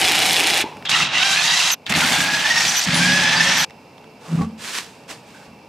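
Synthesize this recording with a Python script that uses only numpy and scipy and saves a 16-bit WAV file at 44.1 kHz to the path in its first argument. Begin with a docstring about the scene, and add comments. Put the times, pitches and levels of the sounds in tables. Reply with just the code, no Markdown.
"""A cordless impact wrench runs wheel nuts off in four bursts, each heard from a new spot, over a garage hum.
Shaped noise and knocks give the grind, rattle and tyre drumming; a loose socket knocks through the first burst.
Gear whine is sines and narrow noise at tooth-rate multiples, climbing as later nuts come free; ticks, rough rings,
whirr swells and brake squeals are short noise. Then the wheel drops off its studs: gritty noise scrapes, the tyre
groans on low sines, bumps as decaying modes and is dragged over concrete with small metal rings."""
import sys
import numpy as np
from scipy import signal
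from scipy.fft import rfft, irfft
from scipy.io import wavfile
from scipy.ndimage import uniform_filter1d

SR = 44100
rng = np.random.default_rng(int(sys.argv[2]) if len(sys.argv) > 2 else 0)


def linear_from_db(decibels):
    """Turn decibels (scalar or array-like) into linear amplitude factors; 0 gives 1."""
    return 10 ** (np.asarray(decibels, float) / 20)


def log_audio(samples):
    """Write samples as a 16-bit WAV file to the path given in sys.argv[1]."""
    # one column per channel
    frames = np.atleast_2d(samples).T
    # limit to full scale, then quantise
    limited = np.clip(frames, -1, 1)
    pcm = np.round(limited * 32767).astype(np.int16)
    wavfile.write(sys.argv[1], SR, pcm)


N = 250488  # samples

# loose socket in the first burst: (turn rate [1/s], first knock [s], mean levels of the six flats [dB])
LOOSE_SOCKET = (28.4, .0082, (0, 0, -4, -4, -8, -8))


def evened(x):
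    """Scales to rms 1."""
    return x / np.sqrt(np.mean(x ** 2) + 1e-20)


def add(mix, s, sound):
    """Mixes a sound in at time s, cut at the end of the mix."""
    part = mix[round(s * SR):][:len(sound)]
    part += sound[:len(part)]


def colour(x, points, peaks=()):
    """Minimum-phase filter: spectrum from points, plus resonant humps."""
    hz = np.fft.rfftfreq(4096, 1 / SR)
    point_hz, point_db = np.transpose(points)
    db = np.interp(np.log(hz + 1), np.log(point_hz), point_db)
    for peak_hz, width_hz, over_db in peaks:
        db = db + over_db / (1 + (2 * (hz - peak_hz) / width_hz) ** 2)
    log_gain = np.log(linear_from_db(np.r_[db, db[-2:0:-1]]))
    spectrum = np.exp(np.conj(signal.hilbert(log_gain)))
    taps = np.fft.ifft(spectrum).real[:2048]
    return signal.oaconvolve(x, taps)[:len(x)]


def band(x, lo_hz, hi_hz):
    """One band of x with soft edges, at rms 1."""
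    hz = np.fft.rfftfreq(len(x), 1 / SR) + 1
    loss = np.sqrt((1 + (lo_hz / hz) ** 12) * (1 + (hz / hi_hz) ** 12))
    return evened(irfft(rfft(x) / loss, len(x)))


def resonate(x, hz, width_hz):
    """Resonance on a fixed or moving pitch: shift to zero, smooth twice, shift back; rms 1."""
    turn = np.exp(2j * np.pi * np.cumsum(hz * np.ones(len(x))) / SR)
    r = np.exp(-np.pi * width_hz / SR)
    smooth = signal.lfilter([1], np.convolve([1, -r], [1, -r]), x / turn)
    return evened((turn * smooth).real)


def curves(rows):
    """Start time, and the other columns interpolated at sample rate."""
    s, *columns = np.transpose(rows)
    t = np.arange(s[0], s[-1], 1 / SR)
    return s[0], [np.interp(t, s, c) for c in columns]


def slow(count, seconds):
    """Noise smoothed over the given time, at rms 1."""
    return evened(uniform_filter1d(rng.standard_normal(count), round(seconds * SR)))


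def grains(count, per_s, spread_db):
    """Sparse clicks of random sign, a few of them large; rms 1."""
    size = linear_from_db(spread_db * np.minimum(rng.exponential(1, count), 4))
    sign = rng.choice([-1., 1.], count)
    return evened(size * sign * (rng.random(count) < per_s / SR))


def rough_ring(length_s, hz, width_hz, db):
    """Narrow noise that swells and fades."""
    noise = rng.standard_normal(round(length_s * SR))
    return linear_from_db(db) * resonate(noise, hz, width_hz) * signal.windows.tukey(len(noise), .6)


def spot():
    """Balance, extra width and hum level at sample rate, stepping at each move."""
    # (from [s], left over right [dB], extra width [dB], garage hum [dB])
    spot_rows = [(0, -.7, -2, -38.5), (0.849, -1.6, 3.5, -45.5), (1.76, -1, 3, -46.5),
                 (2.86, -1, 3.5, -44.5), (3.68, -2.5, 4.5, -44)]
    s, *columns = np.transpose(spot_rows)
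    return np.array(columns)[:, np.searchsorted(s, np.arange(N) / SR, "right") - 1]


def air():
    """Garage hum: coloured noise with a few fan-like bands, level set by the spot."""
    # spectrum shape: (frequency [Hz], relative density [dB per Hz])
    hum_shape = [(24, -55), (40, -24), (96, -10.5), (162, -5), (325, -9.5), (359, -11), (450, -9),
                 (549, -8), (760, -12), (861, -12.5), (1190, -17), (1960, -24), (2640, -19.5), (3230, -26),
                 (15600, -42)]
    # humps: (centre [Hz], width [Hz], height over the shape [dB])
    hum_humps = [(226, 300, 3.5), (445, 41, 6.5), (880, 220, 8), (2314, 300, 7), (2700, 103, 11),
                 (5060, 1500, 7.5)]
    _, _, hum_db = spot()
    return linear_from_db(hum_db) * evened(colour(rng.standard_normal(N), hum_shape, hum_humps))


def burst(k):
    """Grinding noise and knocks shake housing, rim and tyre; band levels follow the nut coming free."""
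    # one table a burst: (time [s], housing rattle [dB], treble against its usual share [dB])
    level_rows = [
        [(0, -18, 2), (.03, -17.5, 0.5), (.62, -18, 0.5), (.64, -31, -17), (.7, -38, -14), (.76, -49, -22),
         (.84, -63, -22)],
        [(.852, -23.5, -18), (.884, -33.5, -26), (.896, -23, 7), (.93, -18.5, -4), (1.03, -19.5, -0.5),
         (1.1, -26, -23), (1.15, -19, -8), (1.25, -20.5, 1.5), (1.7, -19.5, 4.5), (1.744, -25, -1),
         (1.775, -93, -30)],
        [(1.866, -30, -17), (1.893, -35, -7), (1.897, -19.5, 2), (1.935, -23.5, -9), (1.966, -16.5, 2.5),
         (2.045, -17.5, -0.5), (2.17, -18, 3), (2.3, -21, -2), (2.65, -20, 2.5), (2.855, -26, 5)],
        [(2.855, -23, -4), (2.9, -21, -4), (2.963, -17.5, 0.5), (3.05, -19.5, 2.5), (3.5, -17, -1.5),
         (3.647, -19, 2), (3.665, -106, -29)],
    ]
    # tool colour from each spot: (frequency [Hz], relative density [dB per Hz])
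    tool_colours = [
        [(24, -53), (40, -42), (158, -18.5), (229, -26.5), (342, -10.5), (607, -5.5), (760, 0.5), (1100, -7.5),
         (2330, -0.5), (2850, -2.5), (3070, -5.5), (3940, -6), (4580, -10.5), (9920, -9.5), (15600, -23)],
        [(24, -40), (40, -24), (150, -3.5), (473, -5), (779, 1.5), (1650, 2.5), (2010, 3), (2280, 2), (2710, 4),
         (3480, -2), (3850, 0), (4470, -10.5), (6330, -14), (11500, -25), (15600, -43)],
        [(24, -51), (40, -30), (103, -18), (166, -8), (266, -14), (450, -16), (523, -11), (819, -1),
         (1080, -4.5), (1690, 1.5), (2280, -0.5), (3480, -3.5), (5060, -12), (5730, -11.5), (15600, -36)],
        [(24, -55), (40, -26), (162, -4), (241, -12.5), (473, -12.5), (861, -1), (1080, -3.5), (1420, -1.5),
         (1690, 5), (1820, 2.5), (3480, -1.5), (6330, -13.5), (11500, -31), (13700, -39), (15600, -49)],
    ]
    # tyre, rim and housing resonances, one table a burst: (centre [Hz], width [Hz], height over colour [dB])
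    resonances = [
        [(760, 48, -1), (2450, 220, 3), (2900, 110, 5), (3400, 30, 12.5), (3860, 64, 3.5)],
        [(155, 50, 9.5), (2700, 130, 5.5), (3250, 64, 7), (3840, 150, 0.5), (4670, 130, 2)],
        [(162, 59, 0), (255, 33, 2.5), (2550, 190, 2), (3500, 150, 1.5), (4560, 73, 6.5)],
        [(87, 17, -1), (176, 18, 11), (245, 21, 11.5), (559, 46, 9), (3300, 120, 1)],
    ]
    # edges of the tyre, rim, housing, whirr and fan bands: [Hz]
    band_edges_hz = [0, 300, 700, 5000, 7000, 20000]
    # stray knocks, one row a burst: (rate [1/s], level against the grind [dB])
    stray_knocks = [(400, -13), (600, -12.5), (700, -11.5), (700, -14.5)]
    # one row a burst: (rim [dB], motor whirr [dB], fan hiss [dB], tyre drumming [dB])
    band_shares = [(-17.5, -14, -12, -16), (-23, -6, -15, -18), (-15.5, -23, -11.5, -12),
                   (-17, -15.5, -12.5, -7)]
    # as the nut frees, one row a burst: (start [s], tyre fade [dB/s], whirr climb [dB/s])
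    freeing_rows = [(.3, -6, 0), (1.2, -15, 1.5), (2.05, -12.5, 25.5), (3.15, -16, 5)]
    # hard blows through the tyre: (time [s], extra drumming [dB])
    thump_rows = [(.64, 24), (1.02, 7), (1.9, 11), (2.045, 4), (2.186, 5), (2.348, 1.5), (2.66, 9.5),
                  (2.865, 7), (3.056, 5.5)]
    rim_follows_tyre, whirr_follows_treble = 0.64, 0.39  # dB per dB

    s, (rattle_db, treble_db) = curves(level_rows[k])
    n = len(treble_db)
    t = s + np.arange(n) / SR
    rim_db, whirr_db, fan_db, tyre_db = band_shares[k]
    free_s, tyre_fade, whirr_climb = freeing_rows[k]
    free = np.maximum(t - free_s, 0)
    treble_db = treble_db + 2 * slow(n, 0.039)  # flicker

    per_s, stray_db = stray_knocks[k]
    hits = linear_from_db(stray_db) * grains(n, per_s, 2.5)
    if k == 0:
        hits = hits + socket(n)
    fade = linear_from_db(-60 * np.arange(300) / SR / 0.011)  # each knock crunches for a few ms, never twice alike
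    crunch = signal.oaconvolve(abs(hits), fade / np.linalg.norm(fade))[:n]
    drive = rng.standard_normal(n) + crunch * resonate(rng.standard_normal(n), 3650, 5900)
    body = colour(drive, tool_colours[k], resonances[k])

    for at, extra_db in thump_rows:
        since = t - at
        tyre_db = tyre_db + extra_db * (since > 0) * linear_from_db(-60 * abs(since) / 0.28)  # the extra dB dies away
    tyre_db = tyre_db + tyre_fade * free + 1.5 * slow(n, 0.021)  # lumpy drumming
    rim_db = rim_db + rim_follows_tyre * tyre_fade * free
    whirr_db = whirr_db + whirr_climb * free + whirr_follows_treble * treble_db
    levels_db = [tyre_db, rim_db, 0, whirr_db, fan_db + treble_db]
    bands = zip(levels_db, band_edges_hz, band_edges_hz[1:])
    return s, linear_from_db(rattle_db) * sum(linear_from_db(db) * band(body, lo, hi) for db, lo, hi in bands)


def gears(k):
    """Tooth contact: whistles on multiples of the tooth rate, clean low down, fuzzy higher up."""
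    # one table a burst: (time [s], mean tooth rate [Hz], whine [dB])
    mesh_rows = [
        [(0, 760, -35), (.3, 760, -38.5), (.5, 760, -44), (.64, 760, -58)],
        [(1.15, 688, -55), (1.2, 740, -27.5), (1.25, 787, -28), (1.33, 784, -27), (1.4, 865, -31),
         (1.47, 925, -28.5), (1.6, 1003, -33), (1.75, 977, -48)],
        [(2.0, 785, -35), (2.15, 808.5, -38), (2.28, 821, -31), (2.36, 838, -31), (2.43, 855, -39.5),
         (2.52, 928, -33.5), (2.6, 924, -29.5), (2.7, 955, -42), (2.85, 984, -43)],
        [(2.99, 760, -29), (3.04, 815, -26), (3.15, 840, -23.5), (3.3, 867, -24), (3.37, 880, -30),
         (3.5, 892, -36), (3.59, 905, -45), (3.65, 953, -32)],
    ]
    # levels of tooth-rate multiples 1-7, one row a burst: [dB]
    multiples_db = [(5.5, -7, -14, 5.5, -21, -9, 2), (-5.5, 2.5, -0.5, 1, 2, -5, -6),
                    (-7.5, 6.5, -6.5, -9, -6, -4.5, -7), (-9.5, 5, -4, -7, -33, -5, -7)]
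    # whine swells as a thread binds: (centre [s], extra level [dB])
    surge_rows = [(1.25, 2), (2.345, 8), (2.461, 15.5), (2.516, 11.5), (2.575, 5), (3.412, 15), (3.472, 13),
                  (3.525, 13), (3.572, 24.5)]
    # rms share by which the load shakes the speed, one a burst
    wobble_share = (.025, .024, .02, .014)
    clean, fuzz_width_hz, surge_width_s = .8, 35, 0.021  # fuzz width per multiple

    s, (hz, db) = curves(mesh_rows[k])
    n = len(hz)
    t = s + np.arange(n) / SR
    db = db + 2.2 * slow(n, 400 / SR)  # throb
    for at, extra_db in surge_rows:
        db = db + extra_db * np.exp(-(2 * (t - at) / surge_width_s) ** 2)
    wobble = 1 + wobble_share[k] * slow(n, 250 / SR)
    phase = 2 * np.pi * np.cumsum(hz * wobble) / SR
    whine = np.zeros(n)
    for j, multiple_db in enumerate(multiples_db[k], start=1):
        tone = clean ** (j / 2) * np.sin(j * phase)
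        fuzz = (1 - clean) * resonate(rng.standard_normal(n), j * hz, fuzz_width_hz * j)
        whine += linear_from_db(multiple_db) * evened(tone + fuzz)
    return s, whine * linear_from_db(db) * signal.windows.tukey(n, .05)


def socket(count):
    """Six flats knock in turn as impulses, with small chance in time and level."""
    turns_per_s, first_s, flats_db = LOOSE_SOCKET
    k = np.arange(108)
    at_s = first_s + k / (6 * turns_per_s) + .0003 * rng.standard_normal(len(k))
    train = np.zeros(count)
    train[(at_s * SR).astype(int)] = linear_from_db(np.array(flats_db)[k % 6] + 2.0 * rng.standard_normal(len(k)))
    return linear_from_db(-5.0) * evened(train)


def snaps():
    """The second flat snaps brightly once a turn of the loose socket: decaying high noise."""
    turns_per_s, first_s, _ = LOOSE_SOCKET
    out, t = np.zeros(N), np.arange(1000) / SR
    for k, chance in enumerate(rng.standard_normal(18)):
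        shape_db = -17.5 + 2.0 * chance - 60 * t / .012  # t60 12 ms
        snap = band(rng.standard_normal(len(t)), 6600, 12000) * linear_from_db(shape_db)
        add(out, first_s + (k + 1 / 6) / turns_per_s, snap)
    return out


def metal_rings():
    """Small metal rings: narrow noise dying away exponentially."""
    # (start [s], pitch [Hz], initial level [dB], t60 [s])
    ring_rows = [(.635, 900, -31, 0.55), (5.345, 1540, -42, 0.35), (5.41, 1600, -52, .25)]
    out, t = np.zeros(N), np.arange(SR // 2) / SR
    for s, hz, db, t60_s in ring_rows:
        add(out, s, linear_from_db(db - 60 * t / t60_s) * resonate(rng.standard_normal(len(t)), hz, 200))
    return out


def knocks():
    """Trigger clicks and hard knocks: a sharp metal tick with a short noisy ring, duller when softer."""
    # (time [s], relative level [dB], centre [Hz])
    knock_rows = [(.7696, -25, 2000), (0.8246, -27, 1940), (0.8555, -13, 2730), (0.894, -5.5, 2680),
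                  (1.865, -10.5, 3140), (1.8951, -18, 1630), (1.923, -1, 2120), (1.939, -4.5, 1960),
                  (1.952, -6, 3000), (2.0634, -14, 3500), (2.0758, -7, 2480), (2.0873, -7, 4000),
                  (2.1457, -10, 3250), (2.4376, -27, 1950), (2.4808, -20, 1960), (2.502, -9, 1830),
                  (2.8859, -6.5, 1650), (2.9442, -4.5, 4170), (3.4549, -8, 1800), (3.5064, -22, 1770),
                  (3.698, -30, 2510), (3.7072, -28, 2590), (3.981, -34, 2600), (4.0425, -35, 2000),
                  (4.4187, -29, 1400), (5.093, -30, 2710)]
    out, t = np.zeros(N), np.arange(4000) / SR
    tick_t60_s, ring_t60_s = .007, 0.025
    for s, db, hz in knock_rows:
        noise = rng.standard_normal(len(t))
        treble = linear_from_db(-18 + 0.89 * db) * band(noise, 6000, 8000)
        tone = resonate(noise, hz, 2240) + treble
        shape = linear_from_db(-60 * t / tick_t60_s) + 0.26 * linear_from_db(-60 * t / ring_t60_s)
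        add(out, s, 0.7 * linear_from_db(db) * tone * shape)
    return out


def rings_and_whirr_swells():
    """Rough housing rings and swells of high gear whirr: short narrow noise, width a tenth of the pitch."""
    # (start [s], length [s], pitch [Hz], level [dB])
    swell_rows = [(0.854, 0.041, 3400, -24.5), (0.906, 0.056, 2760, -19), (0.934, 0.042, 1900, -20.5),
                  (0.944, .038, 1290, -24), (.998, 0.018, 1300, -23), (.999, 0.036, 2000, -22),
                  (1.006, 0.04, 2700, -22), (1.134, 0.053, 2780, -20), (1.135, 0.068, 2000, -23.5),
                  (1.323, 0.023, 3770, -24), (1.359, 0.077, 2550, -22.5), (1.463, 0.058, 3793, -23),
                  (1.905, 0.068, 2085, -24.5), (2.009, 0.044, 1420, -22.5), (2.104, 0.135, 3400, -26),
                  (2.501, 0.15, 5540, -26), (2.674, 0.037, 5860, -20.5), (2.72, 0.074, 5810, -29),
                  (2.929, 0.073, 9700, -29), (3.009, 0.058, 2350, -21), (3.353, 0.061, 4700, -23.5),
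                  (3.44, 0.15, 5680, -25.5)]
    out = np.zeros(N)
    for s, length_s, hz, db in swell_rows:
        add(out, s, rough_ring(length_s, hz, 0.1 * hz, db))
    return out


def brake():
    """The motor brake squeals as the trigger is let go: a rough ring and its octave."""
    # (start [s], length [s], pitch [Hz], level [dB], octave level [dB])
    squeal_rows = [(1.709, 0.04, 6160, -20.5, -27), (2.755, 0.055, 6040, -20.5, -31.5),
                   (3.559, 0.089, 6000, -24, -34)]
    out = np.zeros(N)
    for s, length_s, hz, db, octave_db in squeal_rows:
        add(out, s, rough_ring(length_s, hz, 490, db) + rough_ring(length_s, 2 * hz, 1200, octave_db))
    return out


def drag():
    """Rubber dragged over grit: coloured noise and grains plus a dull band, one swell a stroke."""
    # one row a stroke: (start [s], rise [s], hold [s], relative scrape level [dB], dull share [dB])
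    stroke_rows = [(4.191, 0.13, .11, -43.5, 3), (4.575, 0.1, 0.04, -31.5, -13.5),
                   (4.715, 0.042, 0.028, -27, -16.5), (5.077, 0.024, .015, -35.5, -7),
                   (5.247, 0.03, 0.18, -53, -8), (5.332, 0.019, .02, -54.5, -8)]
    # scrape spectrum: (frequency [Hz], relative density [dB per Hz])
    grit_shape = [(590, -17), (1000, -0.5), (1260, -0.5), (1700, 4.5), (2010, 1.5), (2390, 4), (4400, 0.5),
                  (4930, 0.5), (6570, -3), (7810, -3), (15600, -22)]
    out, t = np.zeros(N), np.arange(SR) / SR
    stop_t60_s, tail_db, tail_t60_s = .16, -11.5, 0.76
    for s, rise_s, hold_s, db, dull_db in stroke_rows:
        after = np.maximum(t - rise_s - hold_s, 0)
        stop = linear_from_db(-60 * after / stop_t60_s) + linear_from_db(tail_db - 60 * after / tail_t60_s)
        swell = np.minimum(t / rise_s, 1) ** 0.82
        rub = rng.standard_normal(SR) + .5 * grains(SR, 1500, 6.7)
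        rub = evened(colour(rub, grit_shape)) + linear_from_db(dull_db) * band(rub, 240, 1250)
        add(out, s, linear_from_db(db) * swell * stop * rub)
    return out


def groan():
    """The tyre shudders twice on the floor: a low sine with some narrow noise."""
    # (start [s], rise [s], hold [s], pitch [Hz], relative level [dB])
    groan_rows = [(4.279, 0.064, 0.011, 164.8, -13.5), (4.364, 0.0136, 0.0374, 167, -16)]
    out, t = np.zeros(N), np.arange(SR // 2) / SR
    from_db, t60_s = -26, 0.032
    for s, rise_s, hold_s, hz, db in groan_rows:
        shudder = np.sin(2 * np.pi * hz * t) + 0.2 * resonate(rng.standard_normal(len(t)), 235, 100)
        rise_db = from_db * np.maximum(1 - t / rise_s, 0)
        fall_db = -60 * np.maximum(t - rise_s - hold_s, 0) / t60_s
        onset = np.minimum(t / 0.004, 1)
        add(out, s, np.sqrt(2) * linear_from_db(db + rise_db + fall_db) * shudder * onset)
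    return out


def bumps():
    """The tyre bumps on the floor: decaying sine modes, each detuned by chance."""
    # (time [s], relative level [dB])
    bump_rows = [(4.39, -30.5), (4.411, -25.5), (4.421, -29.5), (4.446, -33.5), (5.1, -50), (5.478, -46),
                 (5.512, -54), (5.532, -51)]
    # tyre modes: (nominal pitch [Hz], relative level [dB], t60 [s])
    tyre_modes = [(88.4, -5.5, 0.42), (174, 2.5, 0.38), (222, 2.5, 0.52), (260, -1, 0.35),
                  (450, -3.5, 0.26), (797, -1, .08), (1210, 2.5, 0.085), (2000, -8, .04)]
    out, t = np.zeros(N), np.arange(SR // 2) / SR
    for s, db in bump_rows:
        for hz, mode_db, t60_s in tyre_modes:
            tone = np.sin(2 * np.pi * hz * rng.uniform(0.9, 1.03) * t)
            add(out, s, linear_from_db(db + mode_db - 60 * t / t60_s) * tone)
    return out


def spread(mid):
    """Stereo: random-phase reflections differ left and right; treble leans by the spot's balance."""
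    # reflections: (frequency [Hz], side against mid before the spot's extra width [dB])
    side_shape = [(60, -56), (150, -59), (380, -17), (950, -18.5), (2380, -14.5), (5980, -13), (15000, -10)]
    z = signal.stft(mid, nperseg=512)[2]
    scattered = signal.istft(z * np.exp(2j * np.pi * rng.random(z.shape)), nperseg=512)[1][:N]
    side = colour(np.sqrt(2) * scattered, side_shape)
    left_db, wide_db, _ = spot()
    treble = signal.sosfilt(signal.butter(1, 900, "high", fs=SR, output="sos"), mid)  # bass has no direction
    lean = (linear_from_db(left_db) - 1) / (linear_from_db(left_db) + 1)
    side = side * linear_from_db(wide_db) + treble * lean
    return np.array([mid + side, mid - side])


def scene():
    """Sums all sources near the centre, then spreads them to stereo."""
    mid = air() + snaps() + metal_rings() + knocks() + rings_and_whirr_swells() + brake()
    mid += drag() + groan() + bumps()
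    for k in range(4):
        add(mid, *burst(k))
        add(mid, *gears(k))
    return spread(mid)


def top_cut(x):
    """Nothing passes above the cut-off."""
    return signal.sosfilt(signal.butter(12, 15700, fs=SR, output="sos"), x)


def record(dry):
    """The microphone loses deep bass and rounds off the highest peaks; a low-pass ends the treble."""
    thin = signal.sosfilt(signal.butter(2, 55, "high", fs=SR, output="sos"), dry)
    rounded = 0.83 * np.tanh(thin / 0.94)
    low_pass = signal.firwin(1023, 15650, window=("kaiser", 9), fs=SR)[None]
    mix = signal.oaconvolve(rounded, low_pass, "same")
    return top_cut(mix)


dry = scene()
out = record(dry)
log_audio(out)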